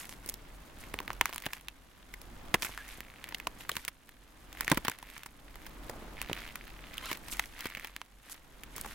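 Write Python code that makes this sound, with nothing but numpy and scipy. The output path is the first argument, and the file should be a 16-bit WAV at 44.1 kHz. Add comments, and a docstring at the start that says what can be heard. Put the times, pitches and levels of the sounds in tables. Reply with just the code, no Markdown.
"""A boot scuffs: sole rub, leaf hiss and crust crinkle swell together over a low outdoor wash.
Then thin ice over frozen leaf litter cracks underfoot: each fracture snaps, rings the sheet and thuds the ground.
Noise bursts shaped by spectra make cracks, chips, crinkle and creak ticks; coloured noise makes rub, wash and
grinding; the leaf hiss blends both. Wavering harmonic tones make a thin whistle and a late skidding squeak."""
import sys
import numpy as np
from scipy import signal
from scipy.fft import rfft, irfft, next_fast_len
from scipy.io import wavfile
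from scipy.ndimage import uniform_filter1d

SR = 44100
rng = np.random.default_rng(int(sys.argv[2]) if len(sys.argv) > 2 else 0)


def digitize_waveform(pressure):
    """Quantize a signal to 16-bit integers and store it at the path in sys.argv[1].

    Rows of a 2-D input are taken as channels; values are limited to [-1, 1].
    """
    field = np.atleast_2d(pressure).T
    bounded = np.clip(field, -1, 1)
    quanta = np.round(bounded * 32767).astype(np.int16)
    wavfile.write(sys.argv[1], SR, quanta)


N = 394254
TIME = np.arange(N) / SR
GRAIN_SAMPLES = 2048  # length of one break
BINS_HZ = np.fft.rfftfreq(GRAIN_SAMPLES, 1 / SR)
AGE_S = np.arange(GRAIN_SAMPLES) / SR


def amp(db):
    """Decibels to gain."""
    return 10 ** (np.asarray(db) / 20)


def evened(x):
    """Scales to rms 1."""
    return x / np.sqrt(np.mean(x ** 2) + 1e-20)


def read(points, hz):
    """Interpolates a spectrum on a log-frequency axis."""
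    f, value = np.transpose(points)
    return np.interp(np.log(hz + 1), np.log(f), value)


def flutter(hz, depth_db):
    """Random gain of rms 1 that wanders up to about hz times a second."""
    f = np.fft.rfftfreq(N, 1 / SR)
    slow_spectrum = rfft(rng.standard_normal(N)) / (1 + (f / hz) ** 4)
    wander = evened(irfft(slow_spectrum, N))
    return evened(amp(depth_db * wander))


def pair(noise, likeness):
    """Two unrelated noises become what two close microphones hear: most alike in the bass."""
    a, b = rfft(noise)
    same = np.clip(read(likeness, np.fft.rfftfreq(noise.shape[1], 1 / SR)), 0, 1)
    right = same * a + np.sqrt(1 - same ** 2) * b
    return irfft(np.array([a, right]), noise.shape[1])


# Left-right likeness of sound from the boots. Each row: frequency in Hz, likeness from 0 to 1.
BOOT_LIKENESS = [(30, .96), (250, .98), (700, .92), (1500, .8), (2500, .58), (4000, .3), (8000, .12),
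                 (16000, 0)]


def wash(spectrum, likeness=BOOT_LIKENESS):
    """Steady stereo noise of a given colour, rms 1."""
    size = next_fast_len(N, True)
    colour = amp(read(spectrum, np.fft.rfftfreq(size, 1 / SR)))
    noise = pair(rng.standard_normal((2, size)), likeness)
    return evened(irfft(rfft(noise) * colour, size)[:, :N])


def add(mix, s, sound):
    """Mixes a stereo sound in at s seconds."""
    part = mix[:, max(round(s * SR), 0):][:, :sound.shape[1]]
    part += sound[:, :part.shape[1]]


# Slow background contour, relative. Each row: time in seconds, level in dB.
BACKGROUND_LEVEL = [(0.0, -59), (0.74, -58), (0.94, -56), (1.09, -56), (1.59, -64.5), (1.92, -65),
                    (2.49, -54), (2.74, -62), (2.96, -61), (3.58, -58), (3.93, -68), (4.28, -65),
                    (4.76, -53.5), (4.95, -65), (5.23, -65), (5.52, -59.5), (5.88, -54), (6.1, -54.5),
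                    (6.55, -58), (7.27, -56.5), (8.04, -69), (8.34, -66), (8.84, -56), (8.94, -60)]


def background():
    """Slow sinking and swelling of the background, as a gain of rms 1."""
    return evened(amp(np.interp(TIME, *np.transpose(BACKGROUND_LEVEL))))


# Outdoor wash spectrum. Each row: frequency in Hz, density in dB per Hz (relative).
WASH_SPECTRUM = [(35, -19), (60, -2), (103, -6.5), (207, -8.5), (295, -6), (400, -14), (600, -13),
                 (1000, -14.5), (1400, -17), (3500, -28.5), (7400, -36.5), (11000, -57), (16000, -31)]
# Deep rumble spectrum. Each row: frequency in Hz, density in dB per Hz (relative).
RUMBLE_SPECTRUM = [(12, -13), (24, -2.5), (33, -20), (41, -1.5), (48, -0.5), (62, -42), (100, -59),
                   (300, -82)]
# Left-right likeness of sound from all around. Each row: frequency in Hz, likeness from 0 to 1.
AROUND_LIKENESS = [(40, .9), (90, .8), (350, .76), (700, .42), (1500, .3), (4000, .2), (16000, 0)]


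def outdoors():
    """A low noise wash and a deep rumble sink and swell together."""
    low_wash = amp(-55.5) * wash(WASH_SPECTRUM, AROUND_LIKENESS)
    rumble = amp(-54) * wash(RUMBLE_SPECTRUM, AROUND_LIKENESS)
    return (low_wash + rumble) * background()


PRESS_SHAPE = 1.5  # 1 = pointed swell, 2 = rounded


def swell(peak_s, rise_s, fall_s):
    """The weight comes on, peaks at 1 and eases off."""
    t = TIME - peak_s
    distance = np.maximum(-t / rise_s, t / fall_s)
    return np.exp(-np.minimum(distance, 10) ** PRESS_SHAPE)


# Shifts of weight onto the crust.
# Each row: peak in seconds, rise in seconds, fall in seconds, sole rub in dB, leaf hiss in dB, crinkle in dB.
WEIGHT_SHIFTS = [(0.0, .01, 0.057, -51.5, -48.5, -50.5), (0.111, 0.037, 0.039, -59, -54.5, -56),
                 (.28, 0.059, 0.043, -59.5, -58.5, -60), (0.831, 0.034, 0.096, -59, -61, -56.5),
                 (.98, .05, 0.043, -65, -72, -56), (1.11, 0.021, 0.041, -61, -65, -54),
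                 (1.27, 0.031, 0.033, -48.5, -55, -51), (1.35, .03, 0.057, -55, -56, -59),
                 (1.455, .035, 0.026, -54, -65, -48.5), (1.541, 0.032, 0.046, -55, -56.5, -49.5),
                 (2.669, 0.062, .11, -50.5, -52.5, -51), (2.921, 0.092, 0.072, -53, -56.5, -59),
                 (3.31, 0.093, .09, -60, -83, -55.5), (3.615, .02, .04, -53, -55, -49.5),
                 (3.76, 0.057, 0.073, -49.5, -54, -61), (4.62, .07, 0.05, -56.5, -57, -48),
                 (4.711, .04, 0.06, -45, -57, -46.5), (4.88, 0.038, 0.074, -52, -64, -46.5),
                 (5.15, .14, 0.095, -58.5, -62, -56.5), (5.64, 0.046, 0.045, -65, -73, -57.5),
                 (5.89, 0.089, 0.064, -68, -65, -70), (6.22, .05, .08, -53.5, -94, -58),
                 (6.38, .09, .16, -49.5, -61.5, -61), (6.66, 0.12, .15, -59.5, -70.5, -73),
                 (6.98, .12, .05, -52, -66, -58.5), (7.114, 0.075, 0.038, -45, -47.5, -47.5),
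                 (7.33, 0.083, 0.13, -52, -53, -52.5), (7.63, 0.11, 0.13, -52.5, -58.5, -57.5),
                 (7.839, 0.098, 0.1, -56, -62.5, -57), (8.32, 0.074, 0.051, -55.5, -58, -61.5),
                 (8.78, .04, 0.052, -53.5, -54, -51.5), (8.92, 0.083, 0.066, -52.5, -54, -54)]
# Layers: index into the three levels, rest level in dB, dB followed per dB of background
RUB_TREAD, HISS_TREAD, CRINKLE_TREAD = (0, -63.5, 0.5), (1, -66, 0.54), (2, -73, 0.45)


def tread(layer, rest_db, follow_db_per_db):
    """Gain of one layer: a faint rest level that follows the background, plus a swell per press, summed in power."""
    power = (amp(rest_db) * background() ** follow_db_per_db) ** 2
    for peak_s, rise_s, fall_s, *levels_db in WEIGHT_SHIFTS:
        power += (amp(levels_db[layer]) * swell(peak_s, rise_s, fall_s)) ** 2
    return np.sqrt(power)


# Sole rub spectrum. Each row: frequency in Hz, density in dB per Hz (relative).
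RUB_SPECTRUM = [(200, -34), (600, -10), (1100, 1), (1900, 3), (2500, 1), (3500, 1), (5000, -7),
                (8000, -18.5), (16000, -38)]


def soles():
    """Rubber rubs over the crust in small jerks: coloured noise with a fast random gain."""
    return wash(RUB_SPECTRUM) * flutter(hz=148, depth_db=3.5) * tread(*RUB_TREAD)


def fracture(t60_s, tearing, late_db):
    """Drive of one break: sudden release, a swelling and dying run of tiny breaks, faint scatter off the ground."""
    noise = rng.standard_normal((2, GRAIN_SAMPLES))
    lumps_db = 4 * np.repeat(rng.standard_normal(GRAIN_SAMPLES // 32), 32)
    decay_db = -60 * AGE_S / max(t60_s, .001)
    onset = AGE_S / (AGE_S + .00015)
    run = evened(noise * amp(lumps_db + decay_db) * onset)
    scatter = evened(noise * amp(-60 * AGE_S / .05))
    drive = pair(tearing * run + amp(late_db) * scatter, BOOT_LIKENESS)
    left_delay_samples = rng.integers(3)  # the left port hears the release 0-2 samples after the right
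    drive[[0, 1], [left_delay_samples, 0]] += np.sqrt(GRAIN_SAMPLES)
    return drive


def ring(drive, colour_db, lag_s=0):
    """Passes a drive through a causal (minimum-phase) colour; rms 1 when counted over 10 ms."""
    cepstrum = irfft(np.log(amp(np.maximum(colour_db, -100))))
    cepstrum[1:GRAIN_SAMPLES // 2] *= 2
    cepstrum[GRAIN_SAMPLES // 2 + 1:] = 0
    delay_s = lag_s / (1 + (BINS_HZ / 900) ** 2)  # bending waves: low notes travel slowly, arrive last
    bend_rad = 2 * np.pi * np.cumsum(delay_s) * SR / GRAIN_SAMPLES
    sound = irfft(rfft(drive) * np.exp(rfft(cepstrum) - 1j * bend_rad))
    return evened(sound) * np.sqrt(SR / 100 / GRAIN_SAMPLES)


def shard(hz, sharpness, uneven_db):
    """Colour in dB of one piece of ice: a broad main resonance among uneven side modes."""
    detune = (BINS_HZ + 1) / hz - hz / (BINS_HZ + 1)
    resonance_db = -10 * np.log10(1 + (sharpness * detune) ** 2)
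    side_modes = np.interp(np.log(BINS_HZ + 1), np.linspace(4, 10, 30), rng.standard_normal(30))
    return resonance_db + uneven_db * side_modes


def splinter(uneven_db):
    """Colour in dB of one small splinter: random peaks and dips evenly spaced in Hz."""
    return uneven_db * np.interp(BINS_HZ, np.linspace(0, SR / 2, 18), rng.standard_normal(18))


def grains(colours, per_s, spread_db):
    """A random shower of tiny breaks, each in one of the given colours; few are large. Rms 1."""
    out = np.zeros((2, N))
    size_db = spread_db * np.minimum(rng.exponential(1, N), 3)
    size = amp(size_db) * (rng.random(N) < per_s / SR)
    piece = rng.integers(len(colours), size=N)
    for k, colour in enumerate(colours):
        tick = ring(fracture(.003, .6, late_db=-20), colour)
        hits = (size * (piece == k))[None]
        out += signal.oaconvolve(hits, tick, axes=1)[:, :N]
    return evened(out)


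# Leaf hiss spectrum. Each row: frequency in Hz, density in dB per Hz (relative).
LEAF_SPECTRUM = [(1500, -36), (3500, -10), (5500, -2.5), (8000, -2), (11000, -1.5), (14000, -3),
                 (16000, -20)]
# Quick scuffs through dry leaves. Each row: peak in seconds, time to 1/e in seconds, level in dB.
LEAF_SCUFFS = [(0.005, 0.024, -53), (0.808, 0.009, -49.5), (2.643, 0.026, -43.5), (3.603, 0.023, -55),
               (7.327, 0.013, -37.5), (8.32, 0.014, -45.5), (8.779, 0.028, -64)]


def leaves(count):
    """Frozen leaves and ice dust: a sizzle of splinter breaks over a noise hiss, louder in each scuff."""
    colours = [read(LEAF_SPECTRUM, BINS_HZ) + splinter(uneven_db=2) for _ in range(count)]
    sizzle = grains(colours, per_s=1100, spread_db=5.5)
    hiss = amp(-4.0) * wash(LEAF_SPECTRUM)
    scuffs = sum(amp(db) * np.exp(-((TIME - s) / half_s) ** 2) for s, half_s, db in LEAF_SCUFFS)
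    return evened(sizzle + hiss) * np.hypot(tread(*HISS_TREAD), scuffs)


# Crust spectrum, for crinkle and creaks. Each row: frequency in Hz, density in dB per Hz (relative).
CRUST_SPECTRUM = [(200, 8.5), (600, 3.5), (1100, 0.5), (2100, 7), (3400, -3.5), (5000, -10), (8000, -29),
                  (11000, -5), (16000, 1)]


def crinkle(count):
    """Small pieces of crust give way, each ringing at one of a set of pitches."""
    pitches_hz = np.geomspace(1400, 4200, count)
    crust_db = read(CRUST_SPECTRUM, BINS_HZ)
    colours = [crust_db + shard(hz, sharpness=.6, uneven_db=2) for hz in pitches_hz]
    return grains(colours, per_s=190, spread_db=5) * tread(*CRINKLE_TREAD)


# Ice sheet ring spectrum. Each row: frequency in Hz, density in dB per Hz (relative).
SHEET_SPECTRUM = [(100, -33), (350, -5), (600, -6), (1000, 2.5), (1400, -2), (2100, 2), (3400, -2),
                  (4800, -6.5), (8000, -15), (16000, -25)]
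# Ground thud spectrum. Each row: frequency in Hz, density in dB per Hz (relative).
THUD_SPECTRUM = [(30, -23), (75, -2.5), (160, -1.5), (260, 0), (450, -4), (700, -11.5), (1500, -59),
                 (5000, -98)]
# Treble snap spectrum. Each row: frequency in Hz, density in dB per Hz (relative).
SNAP_SPECTRUM = [(500, -78), (2500, -12), (4500, 0.5), (6500, 2.5), (8500, 1.5), (11000, 4), (13000, 2.5),
                 (16000, 6)]
TEAR_S = 0.0087  # longer fractures are mostly tearing, short ones a single pop
SNAP_TEARING, SNAP_LENGTH = 2.2, 1.08  # ratios to the ring's tearing and t60
THUD_T60_S = 0.019
BEND = 0.1192  # lag of the low notes, ratio to the ring's t60
RING_SCATTER_DB, THUD_SCATTER_DB, SNAP_SCATTER_DB = -12.5, -6, -12  # return off the ground
PAN_DB, PAN_SPREAD_DB = -0.5, 0.5  # left minus right: near the middle, under either boot


def crack(ring_db, hz, sharpness, t60_s, thud_db, snap_db):
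    """One fracture rings the sheet, thuds the ground and snaps in the treble."""
    tearing = np.clip(t60_s / TEAR_S, .3, 1.6)
    colour = read(SHEET_SPECTRUM, BINS_HZ) + shard(hz, sharpness, uneven_db=1.4)
    body = ring(fracture(t60_s, tearing, RING_SCATTER_DB), colour, lag_s=BEND * t60_s)
    thud_drive = fracture(THUD_T60_S, tearing=0.28, late_db=THUD_SCATTER_DB)
    thud = ring(thud_drive, read(THUD_SPECTRUM, BINS_HZ))
    snap_drive = fracture(SNAP_LENGTH * t60_s, SNAP_TEARING * tearing, SNAP_SCATTER_DB)
    snap = ring(snap_drive, read(SNAP_SPECTRUM, BINS_HZ) + splinter(uneven_db=2.5))
    side_db = np.array([[.5], [-.5]]) * (PAN_DB + PAN_SPREAD_DB * rng.standard_normal())
    # direction tells most in the treble: full pan on the snap, half on the ring, none on the thud
    return amp(ring_db + .5 * side_db) * body + amp(thud_db) * thud + amp(snap_db + side_db) * snap


CHIPS_PER_S, PRESSED_CHIPS_PER_S = 2.0, 12.0  # at rest; added at full weight
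CHIP_HZ, CHIP_OCTAVES, CHIP_Q, CHIP_T60_S = 1700, 0.58, 0.62, 0.0078  # octaves: pitch spread
CHIP_DB, CHIP_THUD_DB, CHIP_SNAP_DB, CHIP_SPREAD_DB = 5, -5.5, 10.5, 1  # first three: over the crinkle gain


def chips():
    """Faint random-pitched fractures, more frequent under weight and scaled by the crinkle gain."""
    out = np.zeros((2, N))
    weight = sum(swell(*row[:3]) for row in WEIGHT_SHIFTS)
    due = np.cumsum(CHIPS_PER_S + PRESSED_CHIPS_PER_S * weight) / SR  # running count
    for k in range(int(due[-1])):
        s = np.interp(k + rng.random(), due, TIME)
        size_db, octaves = rng.standard_normal(2) * [CHIP_SPREAD_DB, CHIP_OCTAVES]
        hz = CHIP_HZ * 2 ** octaves
        chip = crack(CHIP_DB, hz, CHIP_Q, CHIP_T60_S, CHIP_THUD_DB, CHIP_SNAP_DB)
        add(out, s, amp(size_db) * chip)
    return out * tread(*CRINKLE_TREAD)


# Fractures that stand out. Each row: start in seconds, ring level in dB over 10 ms, ring pitch in Hz,
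# ring sharpness (Q), ring t60 in seconds, thud level in dB, snap level in dB.
FRACTURES = [(.0933, -50, 1980, .3, 0.0036, -60, -45), (.126, -49, 1820, 0.55, .002, -57, -53),
             (.261, -60, 600, 0.33, 0.01, -51, -42.5), (0.2891, -48, 1160, .3, 0.012, -53, -34.5),
             (0.2967, -54, 1330, .3, 0.01, -53, -32.5), (0.3408, -56, 600, .3, 0.0066, -54, -41),
             (.9409, -36.5, 595, 1.2, 0.0047, -40, -43), (0.9891, -36, 1890, .9, 0.0044, -68, -49),
             (1.0027, -39, 1050, 2.7, 0.0035, -44.5, -44.5),
             (1.0787, -38.5, 1230, 1.2, 0.0072, -47.5, -46.5), (1.1042, -34.5, 1030, 1.4, 0.0017, -48, -52),
             (1.2115, -21.5, 1030, 0.59, 0.0064, -38, -28), (1.2567, -30, 1590, 2.3, 0.0066, -54, -32),
             (1.293, -44, 607, 1.1, .012, -53, -46), (1.328, -43, 1110, 0.71, .0025, -70, -46),
             (1.333, -45, 1110, .3, 0.022, -69, -46), (1.344, -51, 1890, .3, 0.024, -67, -43),
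             (1.36, -42.5, 1089, 1.5, 0.0065, -54, -39), (1.381, -40.5, 2405, 0.75, .0036, -69, -42),
             (1.4578, -44, 2300, 2.5, 0.0027, -66, -44), (1.4636, -33, 690, 0.25, 0.0226, -39, -39.5),
             (1.5325, -38, 1825, 1.25, 0.015, -70, -37), (1.6843, -39, 3000, 2.4, 0.006, -75, -43.5),
             (2.139, -43.5, 2000, 3.3, .012, -57, -45), (2.2158, -56, 600, 0.4, 0.0078, -75, -47),
             (2.5413, -21, 1320, 1.2, 0.03, -30, -27), (2.5425, -26, 258, 1.7, 0.013, -37, -41),
             (2.6225, -34.5, 4220, 0.9, 0.008, -70, -34.5), (2.6283, -35, 1417, 0.31, 0.016, -51, -40),
             (2.647, -36, 1590, 0.95, 0.048, -50, -34.5), (2.6692, -45, 1890, 2.9, 0.0044, -69, -50),
             (2.6925, -47, 600, 2.6, 0.0035, -50, -57), (2.7766, -41, 1434, 2.7, 0.0022, -65, -55),
             (2.983, -57, 607, 0.31, 0.027, -50, -61), (3.0056, -43.5, 2030, 2.8, 0.0023, -53, -43),
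             (3.2418, -42.5, 2296, 1.8, 0.0027, -77, -46.5), (3.324, -47, 1596, 0.32, 0.014, -60, -64),
             (3.346, -35, 3670, .6, 0.017, -64, -40), (3.4, -42, 1926, 2.9, 0.0074, -72, -49),
             (3.47, -31, 1150, .65, 0.017, -42.5, -36.5), (3.6076, -48.5, 1887, 0.92, 0.017, -69, -51),
             (3.6929, -31.5, 1263, 1, .022, -46, -32.5), (3.7165, -39, 3520, 3.4, 0.0056, -47.5, -41),
             (3.755, -47, 4220, 0.34, .005, -54, -44), (3.7672, -35, 1720, 0.73, 0.0093, -46, -35),
             (3.8503, -45, 4210, 0.66, 0.0035, -67, -39), (3.8795, -34.5, 2030, 0.75, 0.026, -50, -33),
             (4.0921, -53, 2040, .5, 0.0044, -79, -54), (4.6086, -34, 1183, 1.1, 0.0048, -47.5, -29.5),
             (4.619, -47, 1818, 1.13, 0.016, -68, -55), (4.6795, -28, 1955, 3.4, 0.0043, -43, -37.5),
             (4.7158, -22, 600, 0.39, 0.019, -24, -26.5), (4.723, -30.5, 936, 3.1, 0.022, -25, -54),
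             (4.7732, -30.5, 596, 0.32, 0.021, -31.5, -32), (4.8493, -34.5, 1418, .4, 0.024, -42.5, -37),
             (4.882, -27.5, 1430, 1.25, 0.016, -36.5, -31), (4.9152, -44, 1450, 2.3, 0.011, -66, -45),
             (5.0273, -46, 696, .36, 0.01, -60, -49), (5.1649, -46, 1892, 1.83, .015, -80, -64),
             (5.234, -47.5, 3070, 0.33, 0.0059, -78, -49), (5.26, -45.5, 1662, .5, 0.026, -56, -44),
             (5.5567, -50, 1354, 1.8, 0.0091, -63, -50), (5.665, -47.5, 1390, 0.15, 0.025, -65, -45.5),
             (5.896, -43, 626, 0.47, 0.012, -43, -41.5), (6.216, -36.5, 2820, 0.43, 0.006, -46, -35),
             (6.2966, -38.5, 600, 1.3, 0.014, -39.5, -53), (6.314, -46, 604, 2.3, 0.017, -36.5, -72),
             (6.3309, -34.5, 3020, 2.1, 0.0043, -64, -38), (6.556, -40.5, 2000, 1.6, .011, -73, -40.5),
             (6.9809, -37, 3190, 7.4, 0.0032, -70, -42.5), (7.1142, -34.5, 890, 0.37, 0.018, -41, -37.5),
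             (7.129, -39, 1888, .2, 0.007, -68, -44), (7.1728, -52.5, 1220, .3, .005, -59, -46),
             (7.3256, -40.5, 3345, 1.7, .028, -50, -43), (7.3698, -51, 780, .3, 0.0054, -68, -46),
             (7.395, -27.5, 1700, 1.06, 0.0098, -51, -31.5), (7.4396, -45, 2313, 3.4, 0.005, -67, -67),
             (7.607, -44, 4060, 1.09, 0.0094, -57, -41), (7.656, -36, 2075, 1.23, 0.025, -39, -40),
             (7.668, -43.5, 2262, 1.1, .015, -56, -44), (7.7501, -39.5, 2750, 2.2, 0.0058, -56, -45),
             (7.7713, -42.5, 1840, 2.7, 0.023, -50.5, -46), (7.846, -40, 1630, 0.77, 0.015, -56, -42.5),
             (7.9644, -41, 1640, 0.84, 0.0017, -55, -45), (8.0157, -41.5, 1370, 0.23, 0.004, -58, -51),
             (8.6349, -48, 1610, .8, 0.014, -75, -46), (8.763, -56, 688, 0.34, 0.025, -54, -38.5),
             (8.8129, -65, 2258, 1.47, 0.0013, -64, -37), (8.846, -42, 863, 1.6, 0.031, -54, -58),
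             (8.8609, -45, 653, 1.4, 0.013, -51.5, -47)]


def cracks():
    """The sheet breaks under the boots; the big break at 2.54 s takes two rows, a high ring and a low one."""
    out = np.zeros((2, N))
    for s, *shape in FRACTURES:
        add(out, s, crack(*shape))
    return out


# Litter spectrum. Each row: frequency in Hz, density in dB per Hz (relative).
LITTER_SPECTRUM = [(80, -35), (200, 0), (400, -4), (800, -7), (1300, -11.5), (2500, -30), (8000, -50)]
# Frozen litter grinding deep under the weight. Each row: start in seconds, end in seconds, level in dB.
LITTER_GRINDS = [(0.798, 1.206, -57.5), (2.255, 2.543, -66), (5.801, 6.165, -53.5), (6.24, 6.452, -60.5),
                 (8.75, 8.942, -62)]


def grinding():
    """Packed leaves give way in dull lumps: low noise with a random gain under half-ellipse swells."""
    level = np.zeros(N)
    for start, end, db in LITTER_GRINDS:
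        arch = np.sqrt(np.clip(4 * (TIME - start) * (end - TIME), 0, None)) / (end - start)
        level += amp(db) * arch
    return wash(LITTER_SPECTRUM) * flutter(hz=70, depth_db=5.5) * level


# Loaded sole sticks and slips. Each row: start in seconds, end in seconds, slips per second, level in dB.
SLIP_TRAINS = [(2.7, 2.96, 70, -57), (3.02, 3.33, 60, -58), (5.03, 5.28, 50, -60), (6.16, 6.34, 75, -51),
               (6.345, 6.51, 88, -49.5), (6.58, 6.99, 30, -55), (7.54, 7.88, 80, -52)]


def creaks():
    """Under load the sole lets go in a nearly even train of small dry ticks."""
    out = np.zeros((2, N))
    for start, end, per_s, db in SLIP_TRAINS:
        draws = rng.standard_normal((48, 3))  # gap, size, pitch
        times = start + np.cumsum(np.exp(.19 * draws[:, 0])) / per_s
        for s, (_, size, pitch) in zip(times[times < end], draws):
            hz = 2500 * np.exp(.08 * pitch)
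            colour = read(CRUST_SPECTRUM, BINS_HZ) + shard(hz, sharpness=1.0, uneven_db=3.5)
            tick = ring(fracture(.002, .2, late_db=-26), colour)
            add(out, s, amp(db + 2.5 * size) * tick)
    return out


def squeak(rows, partials_db, waver, hiss_db):
    """Fast stick and slip: a wavering tone with overtones, roughened by the grain of the ice."""
    s, hz, db = np.transpose(rows)
    t = np.arange(s[0], s[-1], 1 / SR)

    def smoothed(width_samples):
        return evened(uniform_filter1d(rng.standard_normal(N), width_samples)[:len(t)])

    drift, grain = smoothed(130), smoothed(24)
    turns = np.cumsum(np.interp(t, s, hz) * (1 + waver * drift)) / SR
    tone = sum(amp(level) * np.sin(2 * np.pi * k * turns) for k, level in enumerate(partials_db, 1))
    rough = evened(tone * (1 + amp(hiss_db) * grain))
    sound = rough * amp(np.interp(t, s, db)) * signal.windows.tukey(len(t), .1)
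    out = np.zeros((2, N))
    add(out, s[0], np.array([sound, sound]))
    return out


# Whistle contour. Each row: time in seconds, pitch in Hz, level in dB.
WHISTLE_PATH = [(2.778, 1730, -49), (2.795, 1738, -49), (2.812, 1635, -48), (2.826, 1730, -57),
                (2.845, 1804, -56), (2.88, 1834, -63)]


def whistle():
    """The settling boot draws a thin whistle from the ice: fundamental and a weak octave."""
    return squeak(WHISTLE_PATH, partials_db=[0, -17], waver=.025, hiss_db=-5)


# Skid contour. Each row: time in seconds, pitch in Hz, level in dB.
SKID_PATH = [(7.02, 1020, -51), (7.042, 1046, -44.5), (7.056, 1359, -45), (7.07, 1392, -44),
             (7.083, 1267, -52), (7.093, 1039, -43), (7.106, 980, -46), (7.115, 950, -60)]


def skid():
    """The sole skids and squeaks: three equal harmonics and a weaker fourth."""
    return squeak(SKID_PATH, partials_db=[0, 0, 0, -8], waver=.016, hiss_db=-6)


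def scene():
    """Ice, boots and leaves in the open air."""
    steady = outdoors() + soles() + leaves(count=8) + crinkle(count=10)
    breaks = chips() + cracks()
    return steady + breaks + grinding() + creaks() + whistle() + skid()


# Colour difference of the two microphone ports. Each row: frequency in Hz, left minus right in dB.
PORT_BALANCE = [(50, -1), (250, -0.7), (800, -0.5), (1300, 1), (2300, -3), (3300, -1.2), (4900, 1.5),
                (7200, 1.5), (10500, -4.5), (13500, 0.5), (16000, 0)]
EDGE_HZ = 16100


def record(dry):
    """Each microphone port has its own colour; then a low-pass at the band edge."""
    tilt_db = read(PORT_BALANCE, np.fft.rfftfreq(N, 1 / SR))
    port_gain = amp(np.array([tilt_db, -tilt_db]) / 2)
    heard = irfft(rfft(dry) * port_gain, N)
    lowpass = signal.firwin(255, EDGE_HZ, window=("kaiser", 8), fs=SR)
    return signal.oaconvolve(heard, lowpass[None], "same")


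dry = scene()
out = record(dry)
digitize_waveform(out)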